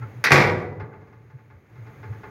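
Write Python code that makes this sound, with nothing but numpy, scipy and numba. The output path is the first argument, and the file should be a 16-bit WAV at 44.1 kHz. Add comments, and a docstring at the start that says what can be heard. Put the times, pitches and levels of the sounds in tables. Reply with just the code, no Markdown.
"""A sheet-metal gate slams shut in a workshop: the latch strikes, the leaf hits its frame and rebounds.
The panel's modes boom and ring into the room; a distortion-like crackle rides on the bang.
Light knocks, scuffs and two faint metal squeaks sound over a wavering low rumble and steady air noise.
A gain control ducks at the bang and recovers about a second later."""
import sys
import numpy as np
from scipy import signal
from scipy.fft import rfft, irfft
from scipy.io import wavfile
from scipy.ndimage import minimum_filter1d, map_coordinates
from numba import njit

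SR = 44100
rng = np.random.default_rng(int(sys.argv[2]) if len(sys.argv) > 2 else 0)


def generate_wav(signal):
    """Clip the signal to [-1, 1] and save it as 16-bit WAV at the path in sys.argv[1]."""
    frames = np.transpose(np.atleast_2d(signal))
    scaled = np.clip(frames, -1, 1) * 32767
    pcm = np.round(scaled).astype(np.int16)
    wavfile.write(sys.argv[1], SR, pcm)


N = 101429

# Contacts: start_s, level_db, brightness_hz
LEAF_HITS = [(0.3065, -1, 2470), (0.319, 4.5, 9800), (0.342, -4, 3620), (0.357, -1, 4030),
             (0.379, -3.5, 4080), (0.401, -3.5, 3800), (0.421, -6, 3480), (0.438, -10, 3500),
             (0.456, -18, 3060), (0.473, -13.5, 3000), (0.497, -14, 3100)]  # leaf on frame, with rebounds
LATCH_CONTACTS = [(0.2403, -9, 15000), (0.2475, -13, 11000), (0.258, -8.5, 4000), (0.2675, -8.5, 3200),
                  (0.2725, -5.5, 2600)]
KNOCK_HITS = [(0.017, -42.5, 3000), (0.798, -27.5, 4030), (0.929, -37, 3000), (1.009, -46.5, 7000),
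              (1.069, -45.5, 7000), (1.124, -43.5, 5000), (1.298, -45.5, 7100), (1.384, -48, 5000),
              (1.5, -43, 4500), (1.756, -48, 7000), (1.864, -46, 6000), (2.029, -41.5, 4650),
              (2.124, -46, 4170), (2.232, -39, 3500)]
# Last sparse ticks of overload-like crackle: start_s, level_db
CRACKLE_TICKS = [(0.438, -61), (0.473, -27), (0.522, -32), (0.577, -53), (0.586, -53), (0.602, -45),
                 (0.622, -43), (0.644, -50.5), (0.729, -56)]
# Rubbing metal: centre_s, pitch_hz, level_db, length_s
SQUEAK_TONES = [(0.033, 1329, -40, 0.032), (0.929, 1580, -39, 0.018)]
# Rumble envelope: time_s, level_db
RUMBLE_LEVELS = [(0, -34), (.06, -35), (.13, -43.5), (.74, -42.5), (.82, -21), (.9, -44.5), (1.36, -37),
                 (1.45, -49), (1.54, -33.5), (1.64, -52), (1.77, -39.5), (1.815, -34), (1.93, -49.5),
                 (2.05, -39.5), (2.1, -33), (2.18, -46.5), (2.3, -49)]
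# Resonant modes: pitch_hz, relative_db, t60_s
PANEL_MODES = [(124, -1.5, 0.69), (141.9, 6, .5), (183.8, -4, 0.6), (232.6, -9, 0.53), (361, 5, 1),
               (465, -1, .7), (521, 4, .6), (552, 0.5, .9), (785, -7, 0.84), (967, -2.5, 0.94),
               (1104, -8, 0.73), (1173, -4, 0.87), (1368, -2.5, 0.48), (1489, -5.5, 0.86), (1924, 6.5, .42),
               (2000, -5, 0.8)]
HOLLOW_MODES = [(295, 1, .4), (410, 3.5, 0.1), (672, 0.5, .2), (867, -0.5, 0.28), (1240, -3.5, 0.087),
                (1405, -3, 0.086), (2088, -4, 0.24)]
# Spectral shapes: frequency_hz, relative_db
LEAF_SPECTRUM = [(25, -46.5), (45, -19.5), (70, -8), (130, 1.5), (220, -6), (450, -4), (800, -4.5),
                 (1400, -5), (2200, 5), (2900, -14), (4000, -13.5), (5400, -14.5), (7800, -28.5),
                 (14200, -29.5), (16000, -43)]
LATCH_SPECTRUM = [(50, -28), (150, -7), (250, -12), (400, -8.5), (800, -7), (1300, -2.5), (2250, 5.5),
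                  (3000, -15.5), (4000, -9), (5800, -14), (7700, -31.5), (10000, -20.5), (14200, -23),
                  (16000, -29.5)]
TICK_SPECTRUM = [(500, -16), (2200, 7), (3200, 3), (5500, 10.5), (7800, -5.5), (11000, -2.5), (14300, -1.5),
                 (16000, -8)]
KNOCK_SPECTRUM = [(60, -10), (150, -0.5), (400, -1.5), (800, -2.5), (1300, -0.5), (2150, 0.5), (2800, -14),
                  (5500, -20.5), (8000, -34.5), (15000, -31.5)]
ROOM_SPECTRUM = [(50, -1), (130, 6), (400, 6), (1000, 1), (2000, -1), (5000, -4), (8000, -4), (15000, -8)]
AIR_SPECTRUM = [(25, -3.5), (60, 8), (110, 16), (200, 4.5), (400, 1.5), (900, -8), (2200, -6.5),
                (2900, -20.5), (5800, -30), (6600, -22), (7600, -40.5), (11000, -32.5), (15500, -30.5)]
# Ring times: frequency_hz, t60_s
LEAF_DECAY = [(100, 0.26), (400, 0.17), (2000, 0.13), (10000, 0.17)]
LATCH_DECAY = [(200, 0.13), (2000, 0.082), (5000, 0.21), (10000, .08)]
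TICK_DECAY = [(500, .025), (15000, 0.0087)]
KNOCK_DECAY = [(200, 0.68), (2000, .16), (10000, 0.099)]
ROOM_DECAY = [(60, 2.1), (130, 1.1), (500, 0.99), (1000, .75), (2000, .56), (5000, .48), (12000, 0.55)]

RING_SAMPLES = 2 ** 16
PANEL_DB, HOLLOW_DB, AIR_DB = -13.5, -7.5, -46
LATCH_SEND_DB, SLAM_SEND_DB, KNOCK_SEND_DB = -6.5, -9, -9.5
DUCK_THRESHOLD_DB, DUCK_MAX_DB = -6.5, 10
DUCK_ATTACK_S, DUCK_HOLD_S, DUCK_RELEASE_S = 0.00017, 1.09, 0.16
LOW_CUT_HZ, HIGH_CUT_HZ = 62, 15800


def slam():
    """The leaf hits the frame and rebounds."""
    return clatter(LEAF_HITS, LEAF_SPECTRUM, LEAF_DECAY)


def latch(low_cut_hz=170):
    """Quick latch contacts, bass removed."""
    ring = clatter(LATCH_CONTACTS, LATCH_SPECTRUM, LATCH_DECAY)
    return signal.lfilter(*signal.butter(2, low_cut_hz, "high", fs=SR), ring)


def panel():
    """Sheet modes build up after the hardest blow and ring on."""
    hardest_s = max(LEAF_HITS, key=lambda hit: hit[1])[0]
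    return undb(PANEL_DB) * modes(PANEL_MODES, rise_s=0.017, beat_db=2.5, start_s=hardest_s)


def crackle(count=110, start_s=0.33, length_s=0.18, fade_db=24, scatter_db=2, brightness_hz=14000):
    """Bright, distortion-like crackle over the bang fades, ending in single ticks."""
    progress = (np.arange(count) + rng.random(count)) / count
    level_db = -24.5 - fade_db * progress ** 2 + scatter_db * rng.standard_normal(count)
    ticks = np.vstack([np.c_[start_s + length_s * progress, level_db], CRACKLE_TICKS])
    hits = np.c_[ticks, np.full(len(ticks), brightness_hz)]
    return clatter(hits, TICK_SPECTRUM, TICK_DECAY)


def knocks(rise_s=0.003):
    """Light knocks and scuffs excite a dense ring and a few hollow modes."""
    dense = strike(KNOCK_HITS, dense_ring(KNOCK_SPECTRUM, KNOCK_DECAY, rise_s))
    hollow = strike(KNOCK_HITS, modes(HOLLOW_MODES, rise_s, beat_db=3.5))
    return dense + undb(HOLLOW_DB) * hollow


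def squeaks():
    """Brief, unsteady tones of rubbing metal."""
    t = np.arange(N) / SR
    warped_s = np.cumsum(1 + 0.021 * wander(rate_hz=150)) / SR
    return sum(undb(db) * np.sin(2 * np.pi * hz * warped_s) * np.exp(-(2 * (t - at_s) / length_s) ** 2)
               for at_s, hz, db, length_s in SQUEAK_TONES)


def workshop(send):
    """Hard-wall reverberation; bass lasts longest."""
    tail = dense_ring(ROOM_SPECTRUM, ROOM_DECAY, rise_s=0.01)
    return signal.fftconvolve(send, tail / np.sqrt(np.sum(tail ** 2)))[:N]


def rumble(pitch_hz=112.2, pitch_spread=0.11, flutter_db=4):
    """Low drone, wavering in pitch and level."""
    turns = np.cumsum(pitch_hz * (1 + pitch_spread * wander(rate_hz=70))) / SR
    level_db = np.interp(np.arange(N) / SR, *np.array(RUMBLE_LEVELS).T)
    return np.sqrt(2) * np.sin(2 * np.pi * turns) * undb(level_db + flutter_db * wander(rate_hz=34))


def air():
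    """Steady, bass-heavy background noise."""
    hz = np.arange(N // 2 + 1) * SR / N
    noise = irfft(rfft(rng.standard_normal(N)) * undb(at_hz(AIR_SPECTRUM, hz)), N)
    return undb(AIR_DB) * noise / noise.std()


def clatter(hits, spectrum, decay):
    """Impulses feed energy to dense resonances; it drains band by band."""
    start_s, level_db, brightness_hz = np.array(hits).T
    ring = 0
    for hz, band in bands(spectrum):
        hit_energy = undb(level_db) ** 2 / (1 + (hz / brightness_hz) ** 4)
        fed = np.bincount((start_s * SR).astype(int), hit_energy, len(band))
        retained = np.exp(-2 * np.log(1000) / (at_hz(decay, hz) * SR))
        energy = signal.lfilter([1], [1, -retained], fed + 1e-18)
        ring = ring + band * np.sqrt(energy)
    return np.pad(ring, (0, N - len(ring)))


def strike(hits, body):
    """Each contact is a low-passed impulse that rings the body."""
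    force = np.zeros(N)
    for start_s, level_db, brightness_hz in hits:
        push = signal.lfilter(*signal.butter(2, brightness_hz, fs=SR), signal.unit_impulse(128))
        i = int(start_s * SR)
        force[i:i + len(push)] += undb(level_db) * push
    return signal.fftconvolve(force, body)[:N]


def modes(table, rise_s, beat_db, start_s=0., waver_turns=0.11):
    """Partials swell, beat and waver as they decay."""
    t = np.maximum(np.arange(N) / SR - start_s, 0)
    ring = 0
    for hz, db, t60_s in table:
        gain = undb(db + beat_db * wander(rate_hz=14))
        turns = hz * t + rng.random() + waver_turns * wander(rate_hz=22)
        ring = ring + gain * np.sin(2 * np.pi * turns) * np.exp(-np.log(1000) * t / t60_s)
    return ring * (1 - np.exp(-t / rise_s))


def dense_ring(spectrum, decay, rise_s):
    """Overlapping resonances: each band swells, then decays at its own rate."""
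    t = np.arange(RING_SAMPLES) / SR
    ring = sum(band * np.exp(-np.log(1000) * t / at_hz(decay, hz)) for hz, band in bands(spectrum))
    return ring * (1 - np.exp(-t / rise_s))


def bands(spectrum, count=16, ripple_db=2.6, spacing_hz=22):
    """Shaped noise with small resonance peaks, as (centre_hz, band) pairs."""
    hz = np.arange(RING_SAMPLES // 2 + 1) * SR / RING_SAMPLES
    ripple = map_coordinates(rng.standard_normal(2048), [hz / spacing_hz], order=3, mode="wrap")
    shape_db = at_hz(spectrum, hz) + ripple_db * ripple * np.minimum(hz / 600, 1)
    bins = np.exp(2j * np.pi * rng.random(len(hz))) * undb(shape_db)
    bins /= irfft(bins).std()
    centres_hz = np.geomspace(50, 16000, count)
    return [(centre_hz, irfft(bins * at_hz(np.c_[centres_hz, weights], hz)))
            for centre_hz, weights in zip(centres_hz, np.eye(count))]


def wander(rate_hz):
    """Smooth random curve, spread near 1."""
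    t = np.arange(N) / SR
    return map_coordinates(rng.standard_normal(1024), [t * rate_hz], order=3, mode="wrap")


def at_hz(table, hz):
    """Table lookup on a log-frequency axis."""
    points_hz, values = np.array(table, float).T
    return np.interp(np.log(np.maximum(hz, 1)), np.log(points_hz), values)


def undb(db):
    """Decibels to gain."""
    return 10 ** (np.asarray(db) / 20)


def scene():
    """Gate and knocks, room and background, in mono."""
    clack, bang, taps = latch(), slam(), knocks()
    room = workshop(undb(LATCH_SEND_DB) * clack + undb(SLAM_SEND_DB) * bang + undb(KNOCK_SEND_DB) * taps)
    return (clack + bang + panel() + crackle() + taps + squeaks() + room + rumble() + air())[None]


@njit
def duck_db(over_db):
    """Gain reduction: fast attack, hold, then release."""
    out_db, cut_db, hold_samples = np.empty(len(over_db)), 0., 0.
    for i in range(len(over_db)):
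        hold_samples = DUCK_HOLD_S * SR if over_db[i] > 0 else hold_samples - 1
        if over_db[i] > cut_db:
            cut_db += (over_db[i] - cut_db) / (DUCK_ATTACK_S * SR)
        elif hold_samples < 0:
            cut_db -= cut_db / (DUCK_RELEASE_S * SR)
        out_db[i] = cut_db
    return out_db


def record(dry):
    """Low cut, look-ahead gain control, clipping, high cut."""
    x = signal.sosfilt(signal.butter(3, LOW_CUT_HZ, "high", fs=SR, output="sos"), dry)
    peak = -minimum_filter1d(-np.abs(x[0]), size=129)
    over_db = np.clip(20 * np.log10(peak + 1e-9) - DUCK_THRESHOLD_DB, 0, DUCK_MAX_DB)
    clipped = np.clip(x * undb(-duck_db(over_db)), -.95, .95)
    return signal.sosfilt(signal.ellip(10, .2, 80, HIGH_CUT_HZ, fs=SR, output="sos"), clipped)


dry = scene()
out = record(dry)
generate_wav(out)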